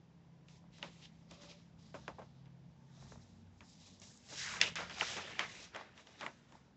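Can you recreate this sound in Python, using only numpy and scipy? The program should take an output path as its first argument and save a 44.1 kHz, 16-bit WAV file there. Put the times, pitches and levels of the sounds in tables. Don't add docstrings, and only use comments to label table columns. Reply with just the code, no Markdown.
import sys
import numpy as np
from scipy import signal
from scipy.fft import rfft, irfft
from scipy.io import wavfile

SR = 44100
rng = np.random.default_rng(int(sys.argv[2]) if len(sys.argv) > 2 else 0)


def int16_out(signal):
    q = np.round(np.clip(np.atleast_2d(signal).T, -1, 1) * 32767)
    wavfile.write(sys.argv[1], SR, q.astype(np.int16))


N = 298116

# (time [s], crack peak [dB], crack pitch [Hz], half-width [1.3 oct],
#  shudder [dB re peak], thud [dB re peak + 6 dB])
BUCKLES = [(0.484, -50, 2380, 0.62, -12, -25), (0.639, -57, 660, 0.44, -29, -33),
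           (0.783, -47, 2610, 1.5, -20, -19), (0.827, -27, 2350, 0.49, -16.5, -25.5),
           (1.311, -43.5, 1740, 2, -33, -17), (1.434, -46.5, 2280, 1.1, -15, -17.5),
           (1.942, -38.5, 700, 0.71, -16, -9.5), (2.079, -30.5, 970, 0.82, -13, -19.5),
           (2.184, -42, 685, .3, 1.5, -16.5), (2.217, -49, 1210, 0.36, -12, -10.5),
           (2.456, -61.5, 2220, 0.71, -3, -29), (3.025, -49, 685, 0.39, -19, -27),
           (3.12, -44, 805, 0.57, -14, -23.5), (3.156, -49.5, 566, 0.43, -34, -42),
           (3.606, -46.5, 1900, 0.64, -8.5, -19), (3.871, -56, 2060, 2, -12, -31),
           (3.998, -48, 6740, 0.27, -18.5, -31), (4.017, -42, 4640, 1.3, -8.5, -21.5),
           (4.173, -46, 6900, .4, -28, -43), (4.288, -48, 3510, 1.3, -4, -29),
           (4.324, -41.5, 900, 0.86, -16, -17), (4.568, -35, 1750, 0.48, -11, -37),
           (4.613, -9.5, 3340, 0.49, -12, -40), (4.755, -28.5, 3220, 1.2, -1, -30),
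           (4.783, -38.5, 1500, 0.67, -6, -14), (4.909, -37.5, 2890, 0.42, -20, -29),
           (4.926, -39, 2980, 0.45, -22, -25), (4.896, -35.5, 2430, 0.68, -6, -18),
           (4.982, -35, 2880, .77, -14, -38), (5.009, -19.5, 2290, 0.27, -12.5, -39),
           (5.166, -35.5, 1590, 0.97, -2.5, -15), (5.392, -18.5, 2220, 0.68, -9, -33),
           (5.747, -35, 1850, 0.5, -10, -21), (5.761, -30, 1510, 0.69, -10, -35),
           (5.81, -37.5, 1010, 0.53, -20, -28), (5.976, -48, 1900, 0.68, -4.5, -41),
           (6.07, -48.5, 2300, 0.75, -21, -24), (6.209, -35.5, 1660, 0.99, -2, -19),
           (6.23, -33, 1290, 0.7, -7, -18.5), (6.263, -29, 1480, 0.65, -13, -21.5),
           (6.522, -49, 1390, 1.3, -22, -14), (6.551, -51, 850, 0.19, -7, -29)]
# (frequency [Hz], width [Hz], level [dB])
BOOK_MODES = [(214, 20, -5.5), (315, 38, -4), (377, 160, -8), (580, 82, 0.5), (764, 120, -10.5),
              (894, 17, -2.5)]


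def snaps():
    out, t = np.zeros(N + SR), np.arange(SR // 3) / SR

    def burst(rise_s, t60_s):
        return (1 - np.exp(-t / rise_s)) * from_db(-60 * t / t60_s)

    for start_s, peak_db, crack_hz, spread, shudder_db, thud_db in BUCKLES:
        crack_noise, sheet_noise, body_noise = rng.standard_normal((3, len(t)))
        crack = band(crack_noise * burst(rise_s=0.00069, t60_s=0.012), crack_hz, 1.3 * spread)
        crack /= np.abs(crack).max()
        sheet = rms_one(band(sheet_noise, 0.7 * crack_hz, half_width_oct=0.85))
        shudder = from_db(shudder_db) * sheet * burst(rise_s=0.014, t60_s=0.12)
        body = sum(from_db(db) * rms_one(resonance(body_noise, hz, width_hz))
                   for hz, width_hz, db in BOOK_MODES)
        thud = from_db(thud_db + 6) * rms_one(body) * burst(rise_s=0.0029, t60_s=0.14)
        at = round(start_s * SR)
        out[at:at + len(t)] += from_db(peak_db) * (crack + shudder + thud)
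    return out[:N]


# (start [s], rise [s], hold [s], fall [s], slide [dB], rustle [dB], rustle centre [Hz],
#  flap [dB], slide tilt [dB/oct])
STROKES = [(0.461, 0.037, 0.072, 0.071, -65.5, -77, 2900, -89, 2),
           (0.706, 0.029, 0.067, 0.046, -64.5, -73, 3000, -78, -6),
           (0.795, 0.029, 0.057, 0.054, -59, -66, 2200, -61, -8),
           (0.838, 0.033, .1, 0.45, -63.5, -72.5, 2600, -76, -2),
           (0.998, 0.026, 0.034, 0.035, -57, -61, 3000, -72, -9),
           (1.275, 0.034, 0.036, 0.15, -60.5, -68.5, 3000, -66, -6),
           (1.369, 0.048, 0.035, 0.095, -59, -65.5, 2800, -66, -2),
           (1.458, 0.038, 0.019, 0.054, -55.5, -60, 3300, -65.5, -11),
           (1.48, 0.044, 0.065, 0.25, -68, -77, 2600, -82, -4),
           (1.765, .03, 0.11, 0.087, -66.5, -85, 3000, -81, -3),
           (1.926, 0.02, 0.1, 0.62, -66, -80, 1700, -71.5, -7),
           (2.755, .25, .12, .4, -63.5, -75.5, 2000, -72, 1.5),
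           (3.2, .04, 0.18, 0.037, -74.5, -92, 1930, -91, -1),
           (3.528, 0.15, 0.044, 0.15, -62, -83, 2500, -84, 4.5),
           (3.703, 0.12, 0.057, 0.29, -57, -73.5, 3000, -75.5, 1.5),
           (4.001, 0.018, 0.079, 0.23, -57, -75.5, 2300, -76, 7),
           (4.233, 0.094, 0.011, 0.033, -49.5, -73, 2700, -59.5, 8),
           (4.259, 0.13, 0.045, 0.21, -42.5, -49, 2650, -67, 3),
           (4.332, 0.13, .11, 0.088, -43.5, -47, 1560, -63, 1),
           (4.589, 0.016, 0.072, 0.084, -46.5, -43.5, 2700, -51.5, 2),
           (4.758, 0.035, 0.011, 0.14, -45, -45.5, 1650, -47.5, -5.5),
           (4.862, .15, 0.12, 0.17, -41.5, -47, 2330, -53.5, -1.7),
           (5.002, 0.014, 0.012, 0.02, -55, -40.5, 1000, -45.5, .7),
           (5.158, 0.018, 0.02, 0.049, -62, -56, 960, -48, .7),
           (5.121, 0.05, 0.017, 0.6, -51, -49, 2300, -54.5, -4),
           (5.378, 0.018, 0.038, 0.065, -50, -47.5, 2100, -48.5, -8),
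           (5.406, 0.064, 0.18, 0.081, -53.5, -59.5, 2400, -65.5, -0.5),
           (5.718, .03, 0.029, 0.21, -59.5, -54.5, 1600, -55.5, -12.5),
           (5.923, 0.049, 0.029, 0.13, -63, -67.5, 2500, -67.5, .7),
           (6.03, .04, 0.13, 0.14, -63.5, -70.5, 2300, -70, -1.5),
           (6.159, 0.042, 0.022, 0.18, -54, -60.5, 1900, -64.5, -3),
           (6.28, 0.033, 0.14, 0.23, -74, -75.5, 2000, -88, 0),
           (6.459, 0.034, 0.075, 0.24, -70.5, -74, 1700, -74, -0.5)]


def handling():
    t = np.arange(0, N + 64, 64) / SR
    rest_db, rest_centre_hz = [[-88], [-83.5], [-79.5]], 1595
    ramp_db = 23.5
    powers = from_db(rest_db) ** 2 * np.ones_like(t)
    pitch_sum, tilt_sum = powers[1] * np.log(rest_centre_hz), 0
    for start, rise, hold, fall, slide_db, rustle_db, centre_hz, flap_db, tilt_db_oct in STROKES:
        outside_hold = np.maximum((start + rise - t) / rise, (t - start - rise - hold) / fall)
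        drop_db = ramp_db * np.maximum(outside_hold, 0)
        stroke = from_db([[slide_db], [rustle_db], [flap_db]] - drop_db) ** 2
        powers += stroke
        pitch_sum += stroke[1] * np.log(centre_hz)
        tilt_sum += stroke[0] * tilt_db_oct
    curves = [t, *10 * np.log10(powers), np.exp(pitch_sum / powers[1]), tilt_sum / powers[0]]
    slide_db, rustle_db, flap_db, centre_hz, tilt_db_oct = per_sample(np.transpose(curves))
    return slide(slide_db, tilt_db_oct) + rustle(rustle_db, centre_hz) + flap(flap_db)


# (frequency [Hz], relative density [dB])
SLIDE_SPECTRUM = [(1200, -48), (2000, -26), (3000, -7), (4000, 4), (5400, -1), (6200, -3), (7500, -5),
                  (9000, -4)]


def slide(level_db, tilt_db_oct):
    slips = rfft(coloured(grains(per_s=13000, spread_db=-1.5), SLIDE_SPECTRUM))
    bins_oct = np.log2(np.fft.rfftfreq(N, 1 / SR) / 4800 + 1e-9)
    centres_oct = np.arange(-3, 3) / 3
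    out = 0
    for centre_oct, selector in zip(centres_oct, np.eye(len(centres_oct))):
        part = irfft(slips * np.interp(bins_oct, centres_oct, selector), N)
        out += from_db(tilt_db_oct * centre_oct + 1.5 * drift(5.4)) * part
    return from_db(level_db + 1.08 * drift(19)) * out


def rustle(level_db, centre_hz, spread_oct=0.55):
    out, power = 0, 0
    for hz in np.geomspace(900, 5000, num=16):
        weight = np.exp(-0.5 * (np.log2(hz / centre_hz) / spread_oct) ** 2)
        patch = rms_one(resonance(grains(per_s=1500, spread_db=2.5), hz, 0.09 * hz))
        out += weight * from_db(2.2 * drift(8)) * patch
        power += weight ** 2
    return from_db(level_db) * out / np.sqrt(power)


def flap(level_db):
    out = 0
    for hz in np.geomspace(380, 1150, num=7):
        lumps = from_db(4 * drift(30))
        out += lumps * rms_one(resonance(grains(per_s=900, spread_db=2), hz, 0.17 * hz))
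    return from_db(level_db) * rms_one(out)


# (time [s], level [dB])
RUMBLE_LEVEL = [(0, -67), (2.05, -63), (2.9, -65), (3.09, -61.5), (3.4, -66), (4.25, -67), (4.55, -59.5),
                (5.57, -62), (5.85, -68), (6.76, -69)]
# (frequency [Hz], width [Hz], relative level [dB])
ROOM_MODES = [(61, 28, -1), (112, 40, -0.5), (176, 26, 2.5), (207.2, 21, -2.5), (229, 7.5, -3),
              (273.7, 26, -15)]


def rumble():
    level_db, = per_sample(RUMBLE_LEVEL)
    modes = sum(from_db(db + 2.6 * drift(2.3)) * narrow_noise(hz, width_hz)
                for hz, width_hz, db in ROOM_MODES)
    return from_db(level_db) * rms_one(modes)


# (frequency [Hz], rms wander [Hz])
HUM_MODES = [(92, 1.8), (134, 2.2), (167, 2.2)]
# (start [s], end [s], level [dB])
HUM_SWELLS = [
    [(1.75, 2.25, -76), (2.92, 3.66, -66.5), (3.7, 4.15, -75), (4.35, 4.55, -69), (4.62, 5.4, -69.5)],
    [(-.5, 1.36, -72), (1.6, 3.1, -67.5), (2.28, 2.86, -67), (2.85, 3.22, -63), (4.28, 4.58, -67),
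     (6.2, 7.2, -75.5)],
    [(-0.5, 2.7, -66), (2, 2.78, -75.5), (2.5, 3.47, -71), (4.5, 4.95, -62), (5.5, 5.47, -69), (8, 12, -71)],
]


def room_hum(rest_db=-79):
    out = 0
    for (hz, wander_hz), swells in zip(HUM_MODES, HUM_SWELLS):
        gain = from_db(rest_db) + sum(from_db(db) * swell(start, end) for start, end, db in swells)
        phase = 2 * np.pi * np.cumsum(hz + wander_hz * drift(2.5)) / SR
        out += gain * from_db(2.1 * drift(8.5)) * np.sqrt(2) * np.sin(phase)
    return out


# (start [s], end [s], frequency [Hz], level [dB])
FAR_TONES = [(0.24, 0.73, 1003, -80.5), (1.3, 1.59, 580, -69.5), (2.752, 3.302, 890, -77.5),
             (2.54, 3.1, 630, -88), (3.546, 4.094, 240, -72.5)]


def far_tones():
    return sum(from_db(db) * narrow_noise(hz, width_hz=5.1) * swell(start, end)
               for start, end, hz, db in FAR_TONES)


# (frequency [Hz], relative density [dB])
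HISS_SPECTRUM = [(150, -36.5), (260, 6.5), (380, -3), (940, -6.5), (1300, -24.5), (2100, -18),
                 (4500, -16.5), (9000, -32)]


def hiss(level_db=-72.5):
    return from_db(level_db) * coloured(rng.standard_normal(N), HISS_SPECTRUM)


def from_db(db):
    return 10 ** (np.asarray(db) / 20)


def rms_one(x):
    return x / np.sqrt(np.mean(x ** 2) + 1e-20)


def per_sample(rows):
    times_s, *columns = np.transpose(rows)
    return [np.interp(np.arange(N) / SR, times_s, column) for column in columns]


def swell(start_s, end_s):
    progress = np.clip((np.arange(N) / SR - start_s) / (end_s - start_s), 0, 1)
    return np.abs(np.sin(np.pi * progress)) ** 0.5


def drift(rate_hz):
    hop, run_in = 40, 2000
    r = np.exp(-2 * np.pi * rate_hz * hop / SR)
    noise = rng.standard_normal(N // hop + run_in + 2)
    slow = signal.lfilter([1], [1, -2 * r, r * r], noise)[run_in:]
    return np.interp(np.arange(N) / hop, np.arange(len(slow)), rms_one(slow))


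def grains(per_s, spread_db):
    sizes = from_db(spread_db * np.minimum(rng.exponential(1, N), 4)) * rng.standard_normal(N)
    return sizes * (rng.random(N) < per_s / SR) + 1e-18


def resonance(x, hz, width_hz):
    r = np.exp(-np.pi * width_hz / SR)
    gain = (1 - r * r) / 2
    return signal.lfilter([gain, 0, -gain], [1, -2 * r * np.cos(2 * np.pi * hz / SR), r * r], x)


def narrow_noise(hz, width_hz):
    ringing = resonance(rng.standard_normal(N + SR), hz, width_hz)
    return rms_one(resonance(ringing, hz, 3 * width_hz)[SR:])


def band(x, hz, half_width_oct):
    edges_hz = np.clip(hz * 2 ** (half_width_oct * np.array([-1, 1])), 20, 0.45 * SR)
    return signal.sosfilt(signal.butter(2, edges_hz, "band", fs=SR, output="sos"), x)


def coloured(x, spectrum):
    hz, db = np.transpose(spectrum)
    bins_hz = np.maximum(np.fft.rfftfreq(N, 1 / SR), 1)
    gain = from_db(np.interp(np.log(bins_hz), np.log(hz), db))
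    return rms_one(irfft(rfft(x) * gain, N))


def scene():
    paper = handling() + snaps()
    background = hiss() + rumble() + room_hum() + far_tones()
    return (paper + background)[None]


def record(dry):
    x = signal.sosfilt(signal.butter(2, 48, "high", fs=SR, output="sos"), dry)
    x = x - 0.5 * resonance(x, hz=4250, width_hz=1100)
    x = signal.sosfilt(signal.butter(16, 7500, fs=SR, output="sos"), x)
    return signal.sosfilt(signal.cheby2(20, 60, 8560, fs=SR, output="sos"), x)


dry = scene()
out = record(dry)
int16_out(out)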